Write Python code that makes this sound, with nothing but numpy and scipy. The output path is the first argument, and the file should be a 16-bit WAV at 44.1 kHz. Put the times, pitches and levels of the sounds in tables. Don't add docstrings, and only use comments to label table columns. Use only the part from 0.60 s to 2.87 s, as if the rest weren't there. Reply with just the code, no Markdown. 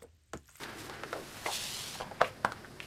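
import sys
import numpy as np
from scipy import signal
from scipy.fft import rfft, irfft, next_fast_len
from scipy.io import wavfile
from scipy.ndimage import uniform_filter1d, map_coordinates

SR = 44100
rng = np.random.default_rng(int(sys.argv[2]) if len(sys.argv) > 2 else 0)


def to_wav(sig):
    pcm = np.clip(np.atleast_2d(sig), -1, 1) * 32767
    pcm = np.round(pcm).astype(np.int16)
    wavfile.write(sys.argv[1], SR, pcm.T)


N = 100062

# f/Hz, relative level/dB
AIR_COLOUR = [(20, -1.5), (60, -12.5), (100, 8.5), (150, 2), (230, 2.5), (350, -2), (600, -1), (1200, -11),
              (2500, -27.5), (4300, -17), (5100, -14), (6200, -26), (9000, -24), (13000, -29), (15500, -49)]
AIR_DB = -53.5
# f/Hz, rms level/dB
HUM_PARTIALS = [(59, -65.5), (99, -90), (140, -62), (220, -65), (346, -70)]
HUM_WANDER_RAD, HUM_WANDER_HZ = 0.64, 7.82

# delay/s, level/dB
ROOM_ECHOES = [(.0061, -13.5), (.0099, -20.5)]
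# f/Hz, t60/s
ROOM_DECAY = [(200, 0.5), (600, 0.17), (1400, 0.24), (3600, 0.19), (10000, 0.62)]
# f/Hz, relative level/dB
TAIL_COLOUR = [(100, 1), (600, 0), (1500, -2), (3200, -0.5), (6000, -10), (9000, -9), (16000, -1)]
ROOM_DB, ROOM_ONSET_S, ROOM_BUILD_S = -7, 0.004, 0.006

GRAINS_PER_S = 12000
FLUTTER_DB, RUB_FLUTTER_DB, FLUTTER_HZ = 0.8, 1.55, 45
# t/s, level before flutter/dB
RUB_LEVEL = [(0, -45.5), (.15, -46), (.18, -52), (.28, -56.5), (.34, -47), (.41, -51.5), (.6, -55.5),
             (.69, -58), (1.3, -55), (1.47, -54.5), (1.78, -60.5), (1.98, -54.5), (2.1, -62), (2.27, -63)]
# f/Hz, relative level/dB
RUB_SPECTRUM = [(100, -14), (550, -5.5), (800, -2), (1150, -2), (1600, 1.5), (1950, -3), (2700, -9),
                (4700, -15), (7000, -24.5), (16000, -41)]
# t/s, level/dB
DRONE_LEVEL = [(0, -48.5), (.12, -52.5), (.22, -51.5), (.36, -54), (.62, -50.5), (.72, -70), (2.27, -58)]
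DRONE_HZ, DRONE_Q = 350, 5.6
# t/s, level before flutter/dB
BRUSH_LEVEL = [(0, -50), (.035, -46.5), (.06, -57), (.15, -57.5), (.19, -47.5), (.26, -49.5), (.29, -56.5),
               (.40, -61), (.49, -55), (.57, -51), (.66, -52), (.76, -49.5), (.85, -46.5), (.92, -57),
               (1.6, -62), (1.68, -49.5), (1.71, -63.5), (2.19, -61.5), (2.23, -54), (2.27, -60)]
# f/Hz, relative level/dB
BRUSH_SPECTRUM = [(300, 2), (1000, 5), (2000, 5), (3500, 2), (5000, 1), (6500, -1.5), (9500, -3),
                  (13000, -6.5), (16000, -18)]

# t/s, gain/dB, spectral tilt about 4 kHz/(dB/octave)
SLIDE_PATH = [(.8, -100, 10), (.865, -41.5, 0.5), (.905, -43.5, -1), (.925, -37, -1), (.96, -36.5, -1),
              (.99, -39.5, -1.5), (1.1, -41, -0.5), (1.2, -41.5, -1.5), (1.28, -43, -1), (1.39, -46.5, -1),
              (1.43, -52, -6.5), (1.5, -100, 14)]
# f/Hz, relative level/dB
SLIDE_SPECTRUM = [(200, -18), (600, -10.5), (1500, -8.5), (2200, -5.5), (3000, 1.5), (4500, 1.5),
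                  (5800, -1.5), (7500, -3), (10500, -5.5), (13500, -12), (16000, -21)]
# t/s, delay/s
REFLECTION_LAG = [(.92, .00117), (1.0, .00113), (1.15, .00099), (1.28, .00087), (1.42, .00064)]
REFLECTION_DB = -12

# t/s, level/dB, rise/s, fall/s, centre f/Hz, Q/1
SHIVERS = [(0.305, -44.5, 0.0098, 0.024, 900, 2.6), (.553, -39.5, 0.0088, 0.041, 485, 2.3),
           (0.8617, -34, 0.00056, .002, 2170, 3.7), (0.862, -35, .003, 0.023, 477, 2.3),
           (.885, -36.5, .015, 0.038, 760, 3.2), (1.402, -34, .0015, 0.011, 710, 1.8),
           (1.48, -52.5, 0.11, .04, 185, 2.4), (1.612, -23.5, 0.0034, 0.0086, 930, 2.35),
           (1.621, -42, 0.0027, 0.024, 122, 1.04), (1.645, -40.5, 0.027, 0.032, 2230, 3),
           (2.231, -51.5, 0.012, .03, 2780, 3.7)]

# t/s, level/dB, low ring f/Hz, upper ring f/Hz, upper ring level/dB,
# upper ring Q/1, crack level/dB, crumple level/dB, room level re ROOM_DB/dB
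BUCKLES = [(.0345, -42, 1770, 3740, 0, 3.9, 12, 4.5, 1), (.2977, -36.5, 475, 980, 3, 3.3, 10, -7, 4),
           (.4354, -33, 454, 1600, 6, 3.6, 1, 1, -0.5), (.5298, -27.5, 493, 1310, 2.5, 3.2, 1, -0.5, 0),
           (.8614, -23.5, 800, 2000, -1.5, 9.4, -13, 2, -5),
           (1.3535, -38.5, 840, 1040, -21, 1.8, -18, 6, -15),
           (1.4094, -26.5, 810, 930, -12.5, 4.4, -26, -3.5, 7),
           (1.4192, -36, 900, 2880, 3.5, 3.5, -13, -17, -15), (1.513, -31.5, 630, 1000, -40, 3, -13, 2, -6),
           (1.9212, -33, 754, 1210, 7, 3.3, 7, -3.5, -1), (2.047, -41, 1240, 1410, 7, 8.4, -10, -4, -2),
           (2.2029, -26.5, 1880, 2400, -6.5, 6.5, -20, -7.5, -4)]
LOW_RING_Q = 2.38
# f/Hz, relative level/dB
CRACK_COLOUR = [(100, -56), (1000, 6), (3800, 2), (5500, -3.5), (7500, -7.5), (9500, -13), (13000, -17),
                (16000, -25)]
CRUMPLE_RISE_S, CRUMPLE_FALL_S = 0.0019, 0.0078

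# t/s, level/dB, rebound delay/s, rebound level/dB, crumple level/dB,
# table ring level/dB, room level re ROOM_DB/dB
LANDINGS = [(1.6157, -9, 0.00177, -3, -14, -31, 1), (1.8486, -10, 0.00133, -21, -4.5, -57.5, 0.5)]
# f/Hz, relative level/dB
LANDING_COLOURS = [
    [(40, -31), (110, -14), (250, -19), (420, 0), (650, 3.5), (950, -1), (1500, 1), (2200, -17.5),
     (3600, -17), (5500, -25.5), (9000, -37.5), (15000, -42)],
    [(40, -20), (110, -7.5), (230, -6), (380, -9.5), (650, -0.5), (1000, 2), (1500, -1.5), (2200, -17.5),
     (3600, -21.5), (4800, -23.5), (7600, -32), (9200, -25.5), (10300, -38), (15000, -44)],
]
# f/Hz, relative level/dB, t60/s
CATALOGUE_MODES = [(391, -2, 0.33), (516, 0, 0.34), (645, -19, .17), (674, -14, 0.16), (735, 15, 0.1),
                   (947, 11, 0.083), (1150, -25, .2), (1290, -4, 0.34), (1720, -14, .2)]

NOTCH_HZ, NOTCH_Q, TOP_HZ = 11250, 60, 15550


def undb(db):
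    return 10 ** (np.asarray(db) / 20)


def unit(x):
    return x / np.sqrt(np.mean(x ** 2))


def peak(x):
    return x / np.max(np.abs(x))


def curve(rows, axis=1):
    rows = np.array(rows)
    return np.interp(np.arange(N) / SR, rows[:, 0], rows[:, axis])


def over_hz(points, hz):
    points = np.array(points)
    return np.interp(np.log(np.maximum(hz, 1)), np.log(points[:, 0]), points[:, 1])


def convolve(x, response):
    return signal.fftconvolve(x, response)[:len(x)]


def colour(x, points, size=8192):
    hz = np.arange(size // 2 + 1) * SR / size
    cepstrum = irfft(np.log(undb(over_hz(points, hz))))
    cepstrum[1:size // 2] *= 2
    cepstrum[size // 2 + 1:] = 0
    return convolve(x, irfft(np.exp(rfft(cepstrum))))


def resonate(x, hz, q):
    b, a = signal.iirpeak(hz, max(q, 0.5) / 2, fs=SR)
    once = signal.lfilter(b, a, x)
    return signal.lfilter(b, a, once)


def pulse(at_s):
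    x = np.zeros(N)
    x[int(np.clip(round(at_s * SR), 0, N - 1))] = 1
    return x


def swell(at_s, rise_s, fall_s):
    t = np.arange(N) / SR - at_s
    return np.exp(np.minimum(t / rise_s, -t / fall_s))


def walk(rate_hz):
    k = int(SR / rate_hz)
    steps = np.repeat(rng.standard_normal(N // k + 1), k)
    return unit(uniform_filter1d(steps, k)[:N])


def octaves(x, count=9):
    centres = 16000 / 2 ** np.arange(count)[::-1]
    half = next_fast_len(len(x))
    spectrum = rfft(x, 2 * half)
    hz = np.linspace(0, SR / 2, half + 1)
    bands = []
    for centre in centres:
        weight = over_hz(np.c_[centres, centres == centre], hz)
        bands.append((centre, irfft(spectrum * weight)[:len(x)]))
    return bands


def in_room(x, room_db):
    t = np.arange(SR // 2) / SR
    noise = rng.standard_normal(len(t))
    tail = sum(band * undb(-60 * t / over_hz(ROOM_DECAY, hz)) for hz, band in octaves(noise))
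    tail = colour(tail, TAIL_COLOUR) * np.clip((t - ROOM_ONSET_S) / ROOM_BUILD_S, 0, 1)
    response = undb(ROOM_DB + room_db) * tail / np.linalg.norm(tail)
    for delay_s, db in ROOM_ECHOES:
        response[int(delay_s * SR)] += undb(db)
    return x + convolve(x, response)


def slips():
    return (rng.random(N) < GRAINS_PER_S / SR) * rng.standard_normal(N)


def friction(points, flutter_db):
    return unit(colour(slips(), points)) * undb(flutter_db * walk(FLUTTER_HZ))


def buckle(at_s, crumple_db):
    flurry = rng.standard_normal(N) * swell(at_s, CRUMPLE_RISE_S, CRUMPLE_FALL_S)
    return pulse(at_s) + undb(crumple_db) * flurry / np.linalg.norm(flurry)


def room_tone():
    t = np.arange(N) / SR
    hum = 0
    for hz, db in HUM_PARTIALS:
        phase = 2 * np.pi * hz * t + HUM_WANDER_RAD * walk(HUM_WANDER_HZ)
        hum = hum + undb(db) * np.sqrt(2) * np.sin(phase)
    air = unit(colour(rng.standard_normal(N), AIR_COLOUR))
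    return undb(AIR_DB) * air + hum


def handling():
    scrape = friction(RUB_SPECTRUM, RUB_FLUTTER_DB) * undb(curve(RUB_LEVEL))
    drone = unit(resonate(slips(), DRONE_HZ, DRONE_Q)) * undb(curve(DRONE_LEVEL))
    brush = friction(BRUSH_SPECTRUM, FLUTTER_DB) * undb(curve(BRUSH_LEVEL))
    return scrape + drone + brush


def swish():
    tilt_db = curve(SLIDE_PATH, axis=2)
    bands = octaves(friction(SLIDE_SPECTRUM, FLUTTER_DB))
    hiss = sum(band * undb(tilt_db * np.log2(hz / 4000)) for hz, band in bands)
    delayed_samples = np.arange(N) - curve(REFLECTION_LAG) * SR
    reflected = map_coordinates(hiss, [delayed_samples], mode="mirror")
    return (hiss + undb(REFLECTION_DB) * reflected) * undb(curve(SLIDE_PATH))


def rustles():
    out = 0
    for at_s, db, rise_s, fall_s, hz, q in SHIVERS:
        shiver = unit(resonate(slips(), hz, q))
        out = out + undb(db) * swell(at_s, rise_s, fall_s) * shiver
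    return out


def flicks():
    push, out = pulse(0)[:SR // 10], 0
    crack = peak(colour(push, CRACK_COLOUR))
    for at_s, db, low_hz, upper_hz, upper_db, upper_q, crack_db, crumple_db, room_db in BUCKLES:
        low = peak(resonate(push, low_hz, LOW_RING_Q))
        upper = undb(upper_db) * peak(resonate(push, upper_hz, upper_q))
        response = low + upper + undb(crack_db) * crack
        flick = convolve(buckle(at_s, crumple_db), response)
        out = out + undb(db) * in_room(flick, room_db)
    return out


def taps():
    t, ring, out = np.arange(SR // 2) / SR, 0, 0
    for hz, db, t60_s in CATALOGUE_MODES:
        ring = ring + undb(db) * np.sin(2 * np.pi * hz * t) * np.exp(-np.log(1000) * t / t60_s)
    for landing, points in zip(LANDINGS, LANDING_COLOURS):
        at_s, db, rebound_s, rebound_db, crumple_db, ring_db, room_db = landing
        force = buckle(at_s, crumple_db) + undb(rebound_db) * pulse(at_s + rebound_s)
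        slap = convolve(force, peak(colour(pulse(0)[:len(t)], points)))
        table = undb(ring_db) * convolve(pulse(at_s), ring)
        out = out + undb(db) * (in_room(slap, room_db) + table)
    return out


def scene():
    return (room_tone() + handling() + swish() + rustles() + flicks() + taps())[None]


def record(dry):
    notched = signal.lfilter(*signal.iirnotch(NOTCH_HZ, NOTCH_Q, fs=SR), dry)
    low_pass = signal.ellip(10, 0.2, 80, TOP_HZ, fs=SR, output="sos")
    return signal.sosfilt(low_pass, notched)


dry = scene()
out = record(dry)
to_wav(out)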